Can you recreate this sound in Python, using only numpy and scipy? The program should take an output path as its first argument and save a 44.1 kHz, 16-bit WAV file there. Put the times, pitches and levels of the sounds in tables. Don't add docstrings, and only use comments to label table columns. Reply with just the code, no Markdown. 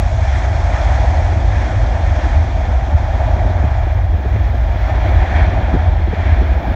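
import sys
import numpy as np
from scipy import signal
from scipy.io import wavfile
from scipy.ndimage import uniform_filter1d, minimum_filter1d

SR = 44100
rng = np.random.default_rng(int(sys.argv[2]) if len(sys.argv) > 2 else 0)


def pcm_store(signal):
    levels = np.round(np.clip(np.atleast_2d(signal), -1, 1) * 32767)
    wavfile.write(sys.argv[1], SR, levels.astype(np.int16).T)


def nominal_scale(level):
    x = np.asarray(level, float) / 20
    return 10 ** x


N = 297675


def evened(x):
    return x / np.sqrt(np.mean(x ** 2) + 1e-20)


def read(points, hz):
    f, value = np.transpose(points)
    return np.interp(np.log(hz + 1), np.log(f + 1), value, -120, -120)


def columns(rows, t):
    s, *values = np.transpose(rows)
    return [np.interp(t, s, v) for v in values]


def humps(rows, t):
    return sum(db * np.exp(-2 * (2 * (t - s) / length) ** 2) for s, db, length in rows)


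def bell(hz, centre_hz, width_hz):
    return np.exp(-2 * ((hz - centre_hz) / width_hz) ** 2)


def frame_grid(size):
    t = np.arange(4 * N // size + 5)[:, None] * size / 4 / SR
    return t, np.fft.rfftfreq(size, 1 / SR)[None]


def noise(field_db, size):
    z = rng.standard_normal(field_db.shape) + 1j * rng.standard_normal(field_db.shape)
    x = signal.istft((z * nominal_scale(field_db)).T, nperseg=size, noverlap=3 * size // 4)[1]
    return evened(x[:N])


def patches(shape, frames, bins):
    along_time = uniform_filter1d(rng.standard_normal(shape), frames, 0)
    return evened(uniform_filter1d(along_time, bins, 1))


def steadied(x, share, size):
    power = uniform_filter1d(uniform_filter1d(x ** 2, size), size)
    return evened(x / (power + 0.023) ** (np.clip(share, 0, 1) / 2))


def rumble():
    # f/Hz, level/dB per Hz
    colour = [(14, -65.5), (22, -34), (30, -10), (38, -16.5), (48, -1), (68, -1.5), (78, -1.5), (90, -7),
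              (105, -7.5), (120, -18), (135, -23.5), (150, -34.5), (200, -67)]
    # t/s, stretch of the hump's upper flank [ratio]
    receding = [(0, 1), (1.5, 0.91), (3.3, 0.84), (5.0, 0.87), (6.75, 0.38)]
    # t/s, level/dB over steady, length/s
    eddies = [(0.429, -3.6, 0.14), (0.708, -5, 0.07), (1.512, 2, 0.14), (1.686, -8.5, 0.11),
              (1.771, 1.5, 0.055), (1.886, -3.5, 0.083), (1.99, -4.3, 0.07), (2.1, 1.5, 0.12),
              (2.2, -5.5, 0.097), (2.355, 2, 0.2), (2.484, -6, 0.05), (2.614, -3.5, 0.19),
              (2.883, -5.5, 0.11), (2.953, 10, 0.04), (3.123, -15, 0.04), (3.542, -4, 0.058),
              (4.225, -11, 0.076), (4.515, -2.5, 0.05), (4.779, -6, 0.062), (4.879, -9, 0.05),
              (5.173, 6.1, 0.091), (5.278, -6.5, 0.12), (5.418, 7.5, 0.017), (5.672, -5.2, 0.044),
              (5.887, 8, 0.032), (5.981, 6.5, 0.033), (6.146, -6.5, 0.11), (6.321, 7, 0.038),
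              (6.54, 5, 0.071), (6.63, -10, 0.12)]
    level_db, flank_from_hz = -12, 80
    t, hz = frame_grid(size=4096)
    flank = np.maximum(hz - flank_from_hz, 0)
    stretched_hz = hz - flank + flank / columns(receding, t)[0]
    x = noise(read(colour, stretched_hz), size=4096)
    crest = np.argmax(x[:SR // 2])
    x = np.pad(x[crest:], (0, crest), "reflect")
    swell_db = 1.12 * humps(eddies, np.arange(N) / SR)
    return nominal_scale(level_db + swell_db) * steadied(x, 0.6, size=2000)


def roar():
    # f/Hz, level/dB per Hz
    jet_colour = [(380, -32), (640, 1.5), (780, -1.26), (1110, -13.5), (1750, -13), (2400, -15.5),
                  (2700, -22.5), (3700, -27), (4300, -29), (5500, -31.0), (6700, -35.5), (7700, -44.5),
                  (9000, -55), (10300, -67), (11500, -91.5)]
    # f/Hz, width/Hz, level/dB
    ground = [(666, 540, 1.0), (1744, 250, 3), (2620, 130, -5), (2970, 130, -4.5), (3386, 390, 4),
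              (4610, 210, -4)]
    bands_hz = [750, 1800, 3500, 6300]
    # t/s, level/dB
    air_rows = [(0.0, -28), (0.21, -29.5), (0.9, -23.5), (1.49, -28), (2.27, -26), (2.29, -25), (2.44, -29),
                (2.95, -26.5), (3.01, -28), (3.35, -22.5), (3.99, -29), (4.04, -33.5), (4.74, -29.5),
                (4.91, -24.5), (5.83, -24.5), (6.07, -31), (6.13, -28), (6.75, -26)]
    # t/s, level/dB, length/s
    clearings = [(.33, 6, 0.38), (.75, 3.5, .15), (.92, 2, 0.23), (1.15, 1, 0.51), (1.63, 4.5, 0.32),
                 (2.27, 2.5, 0.55), (2.85, -2.5, 0.32), (3.4, -4, 0.76), (3.76, 1, .2), (4.38, 3.5, .4),
                 (4.8, 1.5, 0.23), (5.2, 2, .4), (5.39, 7.5, 0.23), (5.9, -2.5, 0.39), (6.27, 5, 0.52),
                 (6.7, -0.5, .3)]
    # t/s, level/dB, length/s
    haze_rows = [
        (3.9, -3.5, 1.6),
    ]
    # share of air swell, share of clearing, share of haze [ratios], loss/dB per s
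    follows = [
        (0.78, .05, 0.26, 0.26),
        (0.83, .95, .2, -0.08),
        (0.59, 0.54, 0.89, 0.06),
        (0.59, 0.45, .8, 1.93),
    ]
    # t/s, f/Hz, level/dB
    late_dip = [
        (4.6, 5070, -3.5),
        (5.2, 5150, -8),
        (6.0, 5040, -4.5),
        (6.75, 5020, -4),
    ]

    t, hz = frame_grid(size=1024)
    field = read(jet_colour, hz) + sum(db * bell(hz, f, width) for f, width, db in ground)
    shares = [np.interp(hz, bands_hz, row) for row in np.eye(4)]
    air = columns(air_rows, t)[0]
    clear, haze = humps(clearings, t), humps(haze_rows, t)
    for share, (swell, bright, dull, loss_db) in zip(shares, follows):
        band_db = swell * air + bright * clear + dull * haze - loss_db * t
        field = field + share * (band_db - band_db.mean())
    dip_hz, dip_db = columns(late_dip, t)
    field += dip_db * bell(hz, dip_hz, 260)
    field += 0.72 * patches(field.shape, frames=8, bins=14)
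    flicker = patches(t.shape, frames=3, bins=1)
    field += 0.5 * (1 - shares[0]) * flicker
    return nominal_scale(-25.5) * noise(field, size=1024)


def stroke(u):
    u = np.clip(u, 0, 1)
    return 2.4 * u ** 1.3 * (1 - u ** 5)


def cricket():
    # f/Hz, level/dB per Hz
    wing = [(9500, -35), (10600, -17), (11300, -7), (12200, -8), (13200, -4), (14000, -1), (14600, -3),
            (15200, 1), (15800, -3)]
    # t/s, peak level/dB
    tick_rows = [(0.0164, -59), (0.0802, -60), (0.1565, -59), (0.2224, -63), (0.3007, -61), (0.3721, -57),
                 (0.4459, -58), (0.5177, -56), (0.5856, -58), (0.6554, -62), (0.7447, -58), (0.8145, -59),
                 (0.9597, -61), (1.0326, -59), (1.5813, -59), (1.6521, -61), (1.8208, -64), (2.0014, -61),
                 (2.0707, -63)]
    # t/s, effort level/dB, lead over a steady beat [strokes]
    buzz_rows = [(2.2, -83, -.22), (2.6, -70, .47), (3.1, -69, .95), (4.1, -67, 1.13), (4.4, -63.5, 1.02),
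                 (4.7, -65.5, .86), (5.12, -62, .38), (5.3, -68.5, .38), (6.2, -70, -.43),
                 (6.35, -66.5, -.59), (6.75, -62.5, -.46)]
    buzz_from_s, duller_from_s, beat_per_s = buzz_rows[0][0], 5.2, 56

    t, hz = frame_grid(size=512)
    tilt = np.where(t < buzz_from_s, 1.5, np.where(t < duller_from_s, 0.3, -1.8))
    field = read(wing, hz) + tilt * (hz - 13500) / 2000
    field = field + 2.2 * patches((len(t), hz.size), frames=40, bins=4)
    ring = noise(field, size=512)

    t = np.arange(N) / SR
    effort_db, ahead = columns(buzz_rows, t)
    smear = np.where(t < duller_from_s, 0.13, 0.36)
    phase = (beat_per_s * t + ahead + 0.44) % 1
    strokes = stroke(phase / 0.7)
    pulse = (1 - smear) * strokes + smear + 0.073
    buzz = nominal_scale(effort_db + 2.8) * (t > buzz_from_s) * pulse
    ticks = sum(nominal_scale(db - 10.3) * stroke(1 - (t - s + 0.001) / 0.017) for s, db in tick_rows)
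    return ring * (buzz + ticks)


def wind():
    # t/s, level/dB
    wash_rows = [(0.0, -38), (1.35, -32.5), (3.23, -35), (3.46, -30.5), (3.85, -42.5), (4.12, -36.5),
                 (4.28, -35), (4.68, -38), (4.98, -31.5), (5.68, -30), (5.92, -35), (6.75, -30)]
    # f/Hz, level/dB per Hz
    wash_colour = [(76, -24.5), (130, -6), (151, -3), (318, -6.5), (382, -7.5), (447, -27), (520, -7),
                   (680, -42), (1140, -120)]
    # t/s, peak level/dB, length/s, centre f/Hz
    puffs = [(1.232, -31, 0.028, 213), (1.6, -24, 0.03, 164), (2.926, -13.5, 0.03, 256),
             (3.493, -23, 0.041, 269), (3.636, -14.5, 0.027, 286), (3.702, -25.5, 0.059, 277),
             (3.819, -29, 0.054, 196), (3.868, -15.5, 0.023, 360), (3.954, -23, 0.033, 159),
             (4.052, -35, 0.044, 325), (4.127, -15, 0.035, 205), (4.237, -15.5, 0.05, 177),
             (4.352, -17.5, 0.026, 330), (4.478, -19, 0.023, 332), (4.533, -19, 0.033, 330),
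             (4.685, -19, 0.023, 360), (5.22, -18.5, 0.025, 202), (5.503, -24, 0.047, 305),
             (5.731, -7, 0.041, 252), (5.751, -14, 0.034, 223), (5.996, -20, 0.02, 224),
             (6.069, -11.5, 0.03, 166), (6.128, -9.5, 0.026, 330), (6.407, -10.5, 0.036, 221),
             (6.448, -21, 0.059, 160), (6.647, -41, 0.03, 229), (6.705, -15, 0.035, 213)]
    t, hz = frame_grid(size=1024)
    field = read(wash_colour, hz) + 2.0 * patches(t.shape, frames=4, bins=1)
    field = field + 1.2 * patches((len(t), hz.size), frames=6, bins=3)
    wash_db = columns(wash_rows, np.arange(N) / SR)[0] + 2.5
    out = nominal_scale(wash_db) * noise(field, size=1024)
    draws = rng.standard_normal((len(puffs), 4410))
    for (s, db, length, centre_hz), draw in zip(puffs, draws):
        sos = signal.butter(3, [110, centre_hz + 260], "band", fs=SR, output="sos")
        burst = signal.sosfilt(sos, draw)
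        burst = signal.lfilter([1], [1, -0.975], burst)
        u = np.arange(len(draw)) / SR / length
        swell = np.sin(np.pi * np.clip(u, 0, 1)) ** 2
        puff = nominal_scale(db - 7) * evened(burst) * swell
        part = out[round((s - 0.006) * SR):][:len(draw)]
        part += puff[:len(part)]
    return out


def field_floor():
    # f/Hz, level/dB per Hz
    hiss = [(8000, -20), (10300, -9), (11500, -5), (13000, -12), (14500, -11), (15700, -14)]
    t, hz = frame_grid(size=512)
    return nominal_scale(-80) * noise(read(hiss, hz) + 0 * t, size=512)


def scene():
    mix = rumble() + roar() + cricket() + wind() + field_floor()
    return mix[None]


def band_limit(x):
    return signal.sosfilt(signal.butter(12, 15810, fs=SR, output="sos"), x)


def record(dry):
    dry = signal.sosfilt(signal.butter(4, 38, "high", fs=SR, output="sos"), dry)
    crest = -minimum_filter1d(-abs(dry), size=601)
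    excess = np.maximum(crest / 0.97, 1)
    eased = dry / uniform_filter1d(uniform_filter1d(excess, size=301), size=301)
    eased = eased * np.minimum(np.arange(N)[::-1] / 200, 1)
    return band_limit(eased)


dry = scene()
out = record(dry)
pcm_store(out)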